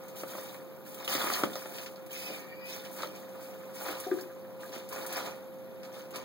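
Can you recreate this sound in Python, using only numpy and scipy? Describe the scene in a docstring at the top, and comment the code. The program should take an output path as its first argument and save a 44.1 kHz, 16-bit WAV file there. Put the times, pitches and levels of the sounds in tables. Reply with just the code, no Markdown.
"""Young squirrels in a wire cage

Young squirrels scramble over a wire-mesh cage in a small room: claws scrape and tick on the wires, made from
bursts of noise and ringing tones, and the frame knocks through a few resonances.
A thin rasping squeal, built from wavering overtones, passes; one animal hops onto a hollow wooden nest box.
A fan hums and a lamp whines faintly; the camera widens the sound of its two close microphone ports."""
import sys
import numpy as np
from scipy import signal
from scipy.fft import rfft, irfft, next_fast_len
from scipy.io import wavfile
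from scipy.ndimage import uniform_filter1d, map_coordinates

SR = 44100
rng = np.random.default_rng(int(sys.argv[2]) if len(sys.argv) > 2 else 0)


def output_pcm(signal):
    """Save a mono or channel-first signal as 16-bit PCM at the path in sys.argv[1].

    Samples are clipped to [-1, 1] before scaling.
    """
    pcm = np.clip(np.atleast_2d(signal).T, -1, 1) * 32767
    wavfile.write(sys.argv[1], SR, np.round(pcm).astype(np.int16))


N = 275297

# Levels in dB in all the tables are relative: each function balances them against its other parts.


def amp(db):
    """Turn dB into a plain multiplier."""
    return 10 ** (np.asarray(db) / 20)


def unit(x):
    """Scale a sound to an average (rms) level of 1."""
    return x / np.sqrt(np.mean(x ** 2) + 1e-20)


def along(points, hz):
    """Read a curve of (Hz, value) points on a log axis."""
    f, v = np.transpose(points)
    return np.interp(np.log(hz + 1), np.log(f + 1), v)


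def curves(rows):
    """One value per sample for each column after the time."""
    s, *cols = np.transpose(rows)
    return [np.interp(np.arange(N) / SR, s, c) for c in cols]


def wobble(rate):
    """A smooth random curve with this many random knots a second."""
    knots = rng.standard_normal(int(N * rate / SR) + 4)
    return map_coordinates(knots, [np.arange(N) * rate / SR])


def filtered(x, response):
    """Shape x by a response that depends on frequency."""
    n = x.shape[-1]
    m = next_fast_len(n + SR // 4)
    return irfft(rfft(x, m) * response(np.fft.rfftfreq(m, 1 / SR)), m)[..., :n]


def coloured(x, spectrum):
    """x shaped by the given spectrum, at rms 1."""
    return unit(filtered(x, lambda hz: amp(along(spectrum, hz))))


def resonate(x, modes):
    """Pass x through a body's resonances, added with alternating sign."""
    def response(f):
        total = 0
        for k, (centre, width, db) in enumerate(modes):
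            damping = 1j * f * width
            total = total + (-1) ** k * amp(db) * damping / (centre ** 2 - f ** 2 + damping)
        return total
    return filtered(x, response)


def ringing(x, modes):
    """The sum of separate narrow resonances driven by x."""
    return sum(resonate(x, [mode]) for mode in modes)


def tilted(hz, db_per_octave, pivot_hz):
    """dB that a harder or softer blow adds to a mode."""
    return db_per_octave * np.log2(hz / pivot_hz)


# How alike the two microphone ports hear a spread-out sound.
# Each row: frequency in Hz, likeness (1 the same, 0 unrelated, below 0 opposed).
PORT_LIKENESS = [(60, -1.08), (130, -0.77), (290, 0.16), (640, 0.27), (1400, 0.4), (2500, -0.13),
                 (15000, -0.008)]


def ports(pair):
    """Two unrelated sounds become a diffuse field at the two ports."""
    def shares(hz):
        turn = np.arccos(np.clip(along(PORT_LIKENESS, hz), -1, 1)) / 2
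        return np.array([np.cos(turn), np.sin(turn)])
    mid, side = filtered(pair, shares)
    return np.array([mid + side, mid - side])


def add(track, s, sound):
    """Mix a sound into the track at time s in seconds."""
    start = max(0, round(s * SR))
    track[:, start:start + sound.shape[-1]] += sound[..., :N - start]


# How long the small room rings. Each row: frequency in Hz, time to fall by 60 dB in seconds.
ROOM_DECAY = [(150, 0.42), (1000, 0.13), (4000, 0.069), (15000, 0.11)]
WALL_S = 0.018  # round trip to the nearest wall


def in_room(x, wet_db, wall_db=-30):
    """The sound, its echo off the nearest wall and a fresh tail, each frequency dying at its own speed."""
    hz, t, z = signal.stft(rng.standard_normal((2, SR // 3)), SR, nperseg=256)
    fade = amp(-60 * t / along(ROOM_DECAY, hz)[:, None]) * (1 - np.exp(-t / 0.0023))
    tail = ports(signal.istft(z * fade, SR, nperseg=256)[1])
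    tail *= amp(wet_db) / np.linalg.norm(tail[0])
    tail[:, round(WALL_S * SR)] += amp(wall_db)
    return x + signal.fftconvolve(np.atleast_2d(x), tail, axes=1)[:, :x.shape[-1]]


# The fan's draught, as a noise colour. Each row: frequency in Hz, strength in dB per Hz.
DRAUGHT_COLOUR = [(25, -1), (60, -5), (105, 5), (200, 5.5), (350, 5), (700, -0.5), (1200, -9), (2000, -19),
                  (4000, -23.5), (8000, -41), (15000, -21.5)]
# How loud the blade tone is. Each row: time in seconds, level in dB.
BLADE_TONE_LEVEL = [(0, -45.5), (0.7, -45.5), (0.83, -48.5), (0.95, -46.5), (2.33, -45.5), (2.45, -49),
                    (2.57, -45), (3.0, -45), (3.12, -49.5), (3.25, -44), (5.0, -43.5), (5.5, -43.5),
                    (6.2, -44.5)]
DRONE_HZ, DRONE_DB, BLADE_HZ = 195.6, -58.5, 525.9  # the fan's two tones


def fan():
    """Steady moving air (noise), a faint wavering drone and a blade tone that swells and dips."""
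    t = np.arange(N) / SR
    blade_db, = curves(BLADE_TONE_LEVEL)
    drone_swing = np.sin(2 * np.pi * DRONE_HZ * t + 0.68 * wobble(7.5))
    drone = amp(DRONE_DB + 1.8 * wobble(3.96)) * drone_swing
    blade_swing = np.sin(2 * np.pi * BLADE_HZ * t + 0.18 * wobble(9.7))
    blade = amp(blade_db + 0.34 * wobble(7.6)) * blade_swing
    air = coloured(ports(rng.standard_normal((2, N))), DRAUGHT_COLOUR)
    return amp(-49.0) * air + (drone + blade) * amp([[-.8], [.8]])  # tones slightly to the right


# The lamp's two high resonances. Each row: centre in Hz, width in Hz.
LAMP_RESONANCES = [(11370, 330), (12140, 200)]
# How loud they are. Each row: time in seconds, lower resonance in dB, upper resonance in dB.
LAMP_LEVELS = [(0, -66, -68), (0.5, -65, -70), (0.7, -70, -66), (2.0, -68.5, -68), (3.4, -66, -71),
               (4.2, -64.5, -69), (4.6, -66, -74), (5.5, -65, -76), (6.2, -70, -76)]


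def lamp():
    """Mains harmonics fill the lamp's two high resonances, which come and go in turn as the camera moves."""
    harmonics_hz = 59.94 * np.arange(184, 207)
    t = np.arange(N) / SR

    def harmonic(hz):
        start_phase = rng.uniform(0, 2 * np.pi, (2, 1))
        flicker = amp(4 * wobble(1.5))
        return flicker * np.sin(2 * np.pi * hz * t + 1.5 * wobble(2.5) + start_phase)

    lines = [harmonic(hz) for hz in harmonics_hz]

    def cluster(centre, width):
        weights = 1 / np.sqrt(1 + (2 * (harmonics_hz - centre) / width) ** 4)
        return unit(sum(weight * line for weight, line in zip(weights, lines)))

    levels = curves(LAMP_LEVELS)
    return sum(amp(db) * cluster(*resonance) for resonance, db in zip(LAMP_RESONANCES, levels))


def slips(per_second, spread_db, t60, rub):
    """Noise in tiny stick-slip bursts of uneven size over a share of steady rubbing."""
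    t = np.arange(SR // 10) / SR
    sizes = amp(spread_db * np.minimum(rng.exponential(size=N), 3)) ** 2
    energy = (rng.random(N) < per_second / SR) * sizes
    power = np.abs(signal.fftconvolve(energy, amp(-60 * t / t60) ** 2)[:N])
    power /= uniform_filter1d(power, size=4000) + power.mean() / 20  # evens out crowded moments
    return np.sqrt(power + abs(rub)) * rng.standard_normal((2, N))


def clicks(count, low_hz, high_hz, cycles, spread_db):
    """Single claw contacts at random moments, each a dying tone of its own pitch and size; rms 1."""
    t = np.arange(SR // 40) / SR

    def train():
        when, pitch, size = rng.random((count, 3)).T[..., None]
        hz = low_hz * (high_hz / low_hz) ** pitch
        loudness = amp(spread_db * np.minimum(-np.log(1 - size), 2)) * np.sqrt(hz)
        grains = loudness * np.exp(-t * hz / cycles) * np.sin(2 * np.pi * hz * t)
        places = (when * N).astype(int) + np.arange(len(t))
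        return np.bincount(places.ravel(), grains.ravel(), N)[:N]

    return unit(ports(np.array([train(), train()])))


# How restless the clinging animals are. Each row: time in seconds, extra level in dB.
RESTLESSNESS = [(0, 5.5), (0.7, 1.5), (2.5, 1.5), (3.65, 6), (4.4, 0.5), (6.2, -0.5)]
# A paw drags over the mesh. Each row: start in seconds, length in seconds, rattle of the panel in dB,
# scrape on the wire in dB, sharpness of the claws in dB (hiss compared with scrape).
PAW_STROKES = [(0.143, 0.057, -59, -52, 5), (0.258, 0.15, -52, -53, 4.5), (0.407, 0.13, -59.5, -58, 4.5),
               (0.839, 0.099, -64, -59, 7), (0.958, 0.13, -51.5, -54.5, 0.5),
               (1.072, 0.075, -41.5, -38, 1.5), (1.166, 0.12, -40, -41, 1.5),
               (1.296, 0.064, -42.5, -40.5, 3), (1.357, 0.049, -41, -50.5, 6),
               (1.483, 0.097, -54, -53.5, 2.5), (1.535, 0.19, -54, -56, 5.5),
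               (1.714, 0.12, -53.5, -51.5, 2.5), (2.093, 0.14, -77, -48, 2), (2.209, 0.16, -52, -51, 1),
               (2.639, 0.066, -69, -53.5, 3.5), (2.674, 0.1, -54.5, -49, 1), (2.826, 0.041, -56, -55.5, 0),
               (2.897, 0.083, -55, -58.5, 11), (2.961, 0.086, -51, -50, -2), (3.122, 0.056, -62, -57, 1.5),
               (3.315, 0.049, -58, -74, 11), (3.392, 0.051, -66, -57.5, 6.5), (3.729, 0.084, -58, -52.5, 5),
               (3.781, 0.035, -47, -56, 11), (3.824, 0.091, -42.5, -45.5, 0.5), (3.964, 0.084, -59, -52, 1),
               (4.075, 0.12, -55.5, -56.5, 3), (4.582, 0.12, -58.5, -57.5, 3.5),
               (4.71, 0.047, -49.5, -48, -2), (4.898, 0.13, -45.5, -51, 3.5),
               (5.078, 0.064, -45.5, -45.5, -4), (5.146, 0.036, -39.5, -43, -1.5),
               (5.227, 0.026, -41.5, -50, 1.5), (5.818, 0.027, -53.5, -61.5, 4),
               (5.911, 0.081, -55.5, -55.5, 0), (6.121, 0.049, -46, -50, -4)]
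GRIP_S = 0.028  # a claw takes this long to bite


def effort(levels_db, fall_db_per_s, cling_db):
    """Each stroke bites, holds and dies away; the strokes add in power over the stir of clinging paws."""
    restless_db, = curves(RESTLESSNESS)
    power = amp(cling_db + restless_db) ** 2
    t = np.arange(N) / SR
    for (start, length, *_), db in zip(PAW_STROKES, levels_db):
        near = slice(max(0, int(start * SR)), int((start + length + 0.5) * SR))
        age = t[near] - start
        bite = np.clip(age / GRIP_S, 0, 1)
        power[near] += (bite * amp(db - fall_db_per_s * np.maximum(age - length, 0))) ** 2
    return np.sqrt(power)


# Noise colours of the rattling panel, a scraped wire and a sharp claw tip on wire.
# Each row: frequency in Hz, strength in dB per Hz.
PANEL_COLOUR = [(40, -43), (100, -16), (250, -6.5), (540, 1), (800, 1), (1000, -0.5), (1280, -1.5),
                (1520, -9.5), (2400, -10.5), (4000, -20), (8000, -65)]
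WIRE_COLOUR = [(600, -14), (1700, 0.5), (2700, 1), (4200, 2.5), (6000, -1.5), (8000, -11), (12000, -16.5)]
TIP_HISS_COLOUR = [(2000, -53), (6000, -3), (9000, -0.5), (12500, 0.5), (15000, 3.5), (16000, 4)]
# Resonances of the stretched mesh. Each row: centre in Hz, width in Hz, level in dB.
MESH_RESONANCES = [(1296, 31, -28), (1620, 52, 2), (1940, 12, -22), (2380, 150, 8), (3650, 56, 4),
                   (4570, 20, -13)]
RATTLE_FALL_DB_PER_S, SCRAPE_FALL_DB_PER_S, HISS_FALL_DB_PER_S = 142, 126, 134  # after the paw lets go
# animals hanging on the mesh never keep quite still (before restlessness is added)
CLING_RATTLE_DB, CLING_SCRAPE_DB, CLING_HISS_DB = -62, -68.5, -65.5


def scramble():
    """Claws slip and click over wires, which ring, hiss under a sharp tip and set the loose panel rattling."""
    _, _, rattle_db, scrape_db, sharp_db = np.transpose(PAW_STROKES)  # one set of strokes drives all layers
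    rattle = coloured(ports(slips(per_second=140, spread_db=1.5, t60=0.042, rub=0.56)), PANEL_COLOUR)
    ring = coloured(ports(slips(per_second=210, spread_db=0.0, t60=0.11, rub=0.4)), WIRE_COLOUR)
    hiss = coloured(ports(slips(per_second=210, spread_db=-1.0, t60=0.042, rub=0.48)), TIP_HISS_COLOUR)
    taps = clicks(count=600, low_hz=628, high_hz=1880, cycles=2.3, spread_db=4.0)
    pings = clicks(count=650, low_hz=2076, high_hz=6900, cycles=9, spread_db=6.0)
    panel = amp(-0.5) * rattle + amp(-5.0) * taps
    wires = amp(-2.0) * ring + amp(-5.5) * pings
    cage = panel * effort(rattle_db, RATTLE_FALL_DB_PER_S, CLING_RATTLE_DB)
    cage = cage + wires * effort(scrape_db, SCRAPE_FALL_DB_PER_S, CLING_SCRAPE_DB)
    cage = cage + amp(0.5) * hiss * effort(scrape_db + sharp_db, HISS_FALL_DB_PER_S, CLING_HISS_DB)
    return in_room(cage + amp(-10) * ringing(cage, MESH_RESONANCES), wet_db=-3.0)


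# A claw snaps off a wire. Each row: start in seconds, level in dB, share of hiss in dB,
# pitch of the wire in Hz, its ping in dB, first crack in dB (these last two compared with the level).
WIRE_TICKS = [(0.082, -39, -0.5, 6350, -12, -6), (0.199, -44, 2, 6000, -10, -8),
              (0.4882, -45.5, -24, 3585, 5.5, -12), (0.9442, -34, 0, 3360, -12, -13),
              (1.046, -29.5, -0.5, 3760, -6.5, -12), (1.078, -29.5, -1, 2960, 2, 10.5),
              (1.1273, -24, 1, 3220, -11, -2), (1.1503, -25.5, -14, 3660, -14, -4),
              (1.186, -40, 0, 4170, -8, -3), (1.215, -31, -16, 3400, 1, 4), (1.302, -26, 1, 2710, -17, -4),
              (1.3368, -24, -12, 4260, -3, 1), (1.354, -33, -10, 4270, -3, -2),
              (1.435, -28.5, -5, 3230, -0.5, -3), (1.533, -43, -10, 3640, 2, 6),
              (1.556, -32.5, -4, 5700, -13, 6.5), (1.743, -47, -7, 4140, -10, -3),
              (1.784, -33.5, -17, 2870, -11, -6), (1.8617, -34.5, -20, 2530, -8, -9),
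              (1.959, -48, -15, 4300, 1.5, 2), (2.063, -40, -0.5, 2490, -10, -10),
              (2.268, -43, -3, 3220, 4, 0), (2.328, -40, 0, 2500, 0, 0), (2.354, -44, 0, 9500, -10, 1),
              (2.729, -43, -18, 5900, 7, -6), (2.85, -40.5, -15, 2960, 1, -6),
              (2.988, -39.5, -15, 4400, -4, 2), (3.0212, -32.5, -25, 4280, -9, 7.5),
              (4.0012, -30.5, 5, 9600, -24, 10), (4.039, -42.5, -11, 3800, 4, -6),
              (4.209, -33, 6, 5050, -10, -10), (4.889, -32.5, 0, 5760, -16, -14),
              (4.926, -29, 7, 2240, -17, -16), (5.021, -41.5, -2, 3800, -8, 0),
              (5.064, -26, 1, 8800, -15, -6), (5.1255, -24.5, 1, 8900, -23, -8),
              (5.1667, -28, 0, 2130, -5, -6), (5.198, -38, -5, 4000, -4, 2), (5.26, -36, -6, 4100, -6, 0),
              (5.833, -41, -19, 4200, -16, 0), (5.851, -45, -15, 4170, -12, 4),
              (6.107, -37.5, -0.5, 2770, -12, -8), (6.158, -27, -1.5, 4880, -14, -16)]
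CRACK_CYCLES = 1.5  # a wire's first crack dies within a few swings
PING_WIDTH_HZ = 190


def ticks():
    """A released wire cracks, chatters against its crossings and pings at the pitch of its span."""
    out, t = np.zeros((2, N)), np.arange(SR // 4) / SR
    # three decays together: a fast start and a longer end
    snap = amp(-6) * amp(-60 * t / 0.015) + amp(-4) * amp(-60 * t / 0.054) + amp(-3) * amp(-60 * t / 0.093)
    bite = 1 - np.exp(-t / 0.00067)  # the hiss takes a moment to build
    for s, db, hiss_db, wire_hz, ping_db, crack_db in WIRE_TICKS:
        chatter = ports(rng.standard_normal((2, len(t))))
        share = np.clip(amp(hiss_db) ** 2, 0, .95)
        wire = np.sqrt(1 - share) * coloured(chatter, WIRE_COLOUR)
        hiss = np.sqrt(share) * bite * coloured(chatter[:, ::-1], TIP_HISS_COLOUR)
        noise = rng.standard_normal((2, len(t)))
        ping = amp(ping_db) * unit(resonate(noise, [(wire_hz, PING_WIDTH_HZ, 0)]))
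        swing = np.exp((2j * np.pi - 1 / CRACK_CYCLES) * wire_hz * t)
        crack = amp(db + crack_db) * ports(np.array([swing.imag, swing.real]))
        add(out, s, in_room(crack + amp(db - 10.5) * (wire + hiss + ping) * snap, wet_db=-2.5))
    return out


# The cage frame's resonances. Each row: centre in Hz, width in Hz, level in dB.
FRAME_RESONANCES = [(539.5, 42, 12.5), (955, 770, -1.5), (1153, 140, 7.5), (1318, 134, 3.5),
                    (1480, 140, -7.5), (1990, 350, -18)]
# The whole cage sways. Each row: centre in Hz, width in Hz, level in dB.
SWAY_RESONANCES = [(133.4, 23, -6.5), (263, 106, -0.5), (383, 109, 2)]
# The panel slaps its frame, as a noise colour. Each row: frequency in Hz, strength in dB per Hz.
CLACK_COLOUR = [(40, -60), (150, -25), (500, -6), (900, 3.5), (1700, -2.5), (2600, -3.5), (5000, -23)]
CLACK_T60_S = 0.047
# Paws jolt the frame. Each row: start in seconds, level in dB, low thud in dB,
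# hardness in dB per octave, clack in dB (thud and clack compared with the level).
FRAME_KNOCKS = [(0.235, -26, -15.5, -6.5, -11), (0.351, -32, -11.5, -4, -8), (0.383, -31.5, -21, -5, -10),
                (0.545, -44, -22, -8, 7.5), (1.077, -30, -30, 2, -4), (1.115, -33.5, -17, 7, 1),
                (1.151, -23, -10.5, 1.5, -6), (1.1792, -28, -18, 9, -3), (1.208, -31, -18, 10, -8),
                (1.2171, -27.5, -13, 14, 1), (1.2416, -24, -14, 6, -6), (1.27, -24, -15, 12, -3),
                (1.3003, -21, -18.5, 13, -6), (1.337, -41, -22, 12, -10), (1.355, -30, -20, 19, -6),
                (1.418, -33.5, -11, 7, 1), (1.435, -14.5, -10.5, 3, -7.5), (1.455, -38.5, -2, 2, -11),
                (1.556, -28.5, -16, -6, -15), (1.657, -32, -15.5, -6, -1.5), (2.303, -35.5, -8.5, -15, -15),
                (3.006, -34.5, -14, 2, -6), (3.0328, -21, -27, 3.5, -15), (3.043, -35, -26, -1, -3),
                (3.862, -34, -20, 8, -2), (4.0007, -39, -18, 18, -12), (4.763, -40.5, -2.5, -5, -6),
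                (4.981, -40, -10, 4, 1), (5.102, -40, -7, 7, -7), (5.261, -44, -18, 0, -6)]


def knocks():
    """A paw's push rings the frame, sways the cage and clacks the loose panel."""
    out, t = np.zeros((2, N)), np.arange(SR // 3) / SR
    push = np.where(t == 0, 1.0, 0.0)
    thud = resonate(push, SWAY_RESONANCES)
    thud = thud / np.abs(thud).max()
    for s, db, thud_db, hardness, clack_db in FRAME_KNOCKS:
        modes = [(hz, width, level + tilted(hz, hardness, pivot_hz=900))
                 for hz, width, level in FRAME_RESONANCES]
        frame = resonate(push, modes)
        slap = coloured(ports(rng.standard_normal((2, len(t)))), CLACK_COLOUR)
        clack = slap * amp(-60 * t / CLACK_T60_S)
        blow = frame / np.abs(frame).max() + amp(thud_db + 7.5) * thud + amp(clack_db - 3.5) * clack
        add(out, s, amp(db - 1.5) * in_room(blow, wet_db=-7.5, wall_db=-37))
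    return out


# The squeal's path. Each row: time in seconds, pitch in Hz, level in dB.
SQUEAL_PATH = [(2.1, 552, -80), (2.135, 542, -46), (2.2, 507, -40), (2.27, 503, -42), (2.32, 480, -42),
               (2.39, 465, -42), (2.46, 456, -49), (2.53, 470, -47), (2.59, 472, -50), (2.66, 489, -44),
               (2.74, 520, -48), (2.82, 524, -72)]
# Its overtones. Each row: multiple of the pitch, level in dB, lift in dB per Hz of strain.
SQUEAL_OVERTONES = [(4, -8, -0.15), (5, 0, 0), (6, -13, 0.1), (10, -11, 0.25)]
EASY_HZ, MAX_STRAIN_HZ = 472, 25  # the squeal brightens as its pitch rises above the easy pitch
CLEAR_DB, RASP_DB = -2, -5  # balance of clear tone and rasp


def squeal():
    """A thin, broken, rasping squeal sags and rises again; strain lifts its upper overtones."""
    pitch_hz, db = curves(SQUEAL_PATH)
    strain_hz = np.clip(pitch_hz - EASY_HZ, -MAX_STRAIN_HZ, MAX_STRAIN_HZ)
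    phase = 2 * np.pi * np.cumsum(pitch_hz * (1 + 0.009 * wobble(40))) / SR

    def rasp(k):  # a narrow band of noise around the overtone
        noise = wobble(k * 70) + 1j * wobble(k * 70)
        return unit(np.real(noise * np.exp(1j * k * phase)))

    def clear(k):
        return np.sqrt(2) * np.sin(k * phase + 1.2 * wobble(7 * k))

    def overtone(k):
        flicker = amp(2.6 * wobble(29.83))
        return flicker * (amp(CLEAR_DB) * clear(k) + amp(RASP_DB) * rasp(k))

    def cry():
        return sum(amp(level + lift * strain_hz) * overtone(k) for k, level, lift in SQUEAL_OVERTONES)

    loudness = amp(db - 9 + 2.5 * wobble(24.14))
    return in_room(loudness * ports(np.array([cry(), cry()])), wet_db=-3.5)


# The hollow box. Each row: frequency in Hz before a hop shifts it, level in dB, time to fall 60 dB in seconds.
BOX_MODES = [(344, -21.5, 0.15), (380.4, 0.5, 0.054), (433, -23, 0.085), (746, -19, 0.085)]
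# Its lid. Each row: frequency in Hz, level in dB, time to fall 60 dB in seconds.
LID_MODES = [(1217, -9.5, 0.037), (1505, -14, 0.031), (1620, -2.5, 0.024), (1780, -15, 0.03)]
# Feet land on the box. Each row: start in seconds, pad thump in dB, claw tap in dB, pitch ratio,
# hardness in dB per octave.
BOX_HOPS = [(4.039, -55, -27, 1.0, 0), (4.064, -17.5, -51, 1.02, 8.5), (4.114, -7.5, -19, 0.97, -9),
            (4.136, -20, -44, 1.14, 0), (4.172, -37, -50, 1, 18), (4.187, -36, -27, 0.91, -8),
            (4.221, -28, -39, 0.953, -4), (4.302, -55, -36, 0.86, 0), (4.633, -54, -24.5, 1.0, 0)]
LOAD_SAG, LOAD_S = 0.04, 0.0123  # a foot's weight first lowers the pitch by this share; it eases over this time
AIR_MODES_BELOW_HZ = 500  # only the box's air modes take the hop's pitch ratio; its boards do not


def nest_box():
    """Soft pads thump the hollow box, a little to the left, and claws tap its lid; thumps bend up as weight lifts."""
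    out, t = np.zeros((2, N)), np.arange(SR // 3) / SR
    loaded = np.cumsum(1 - LOAD_SAG * np.exp(-t / LOAD_S)) / SR  # a clock that starts slow bends the pitch

    def ring(modes, clock):
        return sum(amp(db - 60 * t / t60) * np.sin(2 * np.pi * hz * clock) for hz, db, t60 in modes)

    for s, pad_db, claw_db, pitch, hardness in BOX_HOPS:
        hollow = []
        for hz, db, t60 in BOX_MODES:
            shifted_hz = hz * pitch if hz < AIR_MODES_BELOW_HZ else hz
            hollow.append((shifted_hz, db + tilted(hz, hardness, pivot_hz=380), t60))
        thump = amp(pad_db) * ring(hollow, loaded) * (1 - np.exp(-t / 0.0052)) ** 2  # soft pad, slow start
        tap = amp(claw_db - 10) * ring(LID_MODES, t) * (1 - np.exp(-t / 0.00055))
        add(out, s, in_room(thump, wet_db=-7.0, wall_db=-28) + in_room(tap, wet_db=0))
    return out * amp([[2], [-3]])


TURN_DB_PER_S, TOP_OCTAVE_HZ = 0.5, 10800  # the camera pans away from the claws, which dulls their top octave


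def panned_away(x):
    """The top octave fades evenly as the microphone turns off the claws."""
    top = filtered(x, lambda hz: 1 - 1 / (1 + (hz / TOP_OCTAVE_HZ) ** 8))
    seconds_from_middle = (np.arange(N) - N / 2) / SR
    return x - top + top * amp(-TURN_DB_PER_S * seconds_from_middle)


def scene():
    """Claws, knocks, the squeal and the box over the fan and the lamp."""
    claws = panned_away(scramble() + ticks())
    return fan() + lamp() + claws + knocks() + squeal() + nest_box()


NULL_HZ = 2756  # where the ports' sum first vanishes
TOP_HZ = 15800  # nothing passes from here up


def record(dry):
    """The camera widens its two ports: their sum and difference are combed in turn, so the treble spreads out."""
    def angle(hz):
        return np.pi * hz / NULL_HZ
    mid = filtered(dry[0] + dry[1], lambda hz: np.where(hz < NULL_HZ / 2, 1, np.sin(angle(hz)))) / 2
    side = filtered(dry[0] - dry[1], lambda hz: np.cos(angle(hz))) / 2
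    wide = np.array([mid + side, mid - side])
    # Each row: frequency in Hz, microphone gain in dB.
    microphone = [(30, -25.0), (90, -3.0), (700, 0.0), (2000, 3.0)]
    return filtered(wide, lambda hz: amp(along(microphone, hz)) * (hz < TOP_HZ))


dry = scene()
out = record(dry)
output_pcm(out)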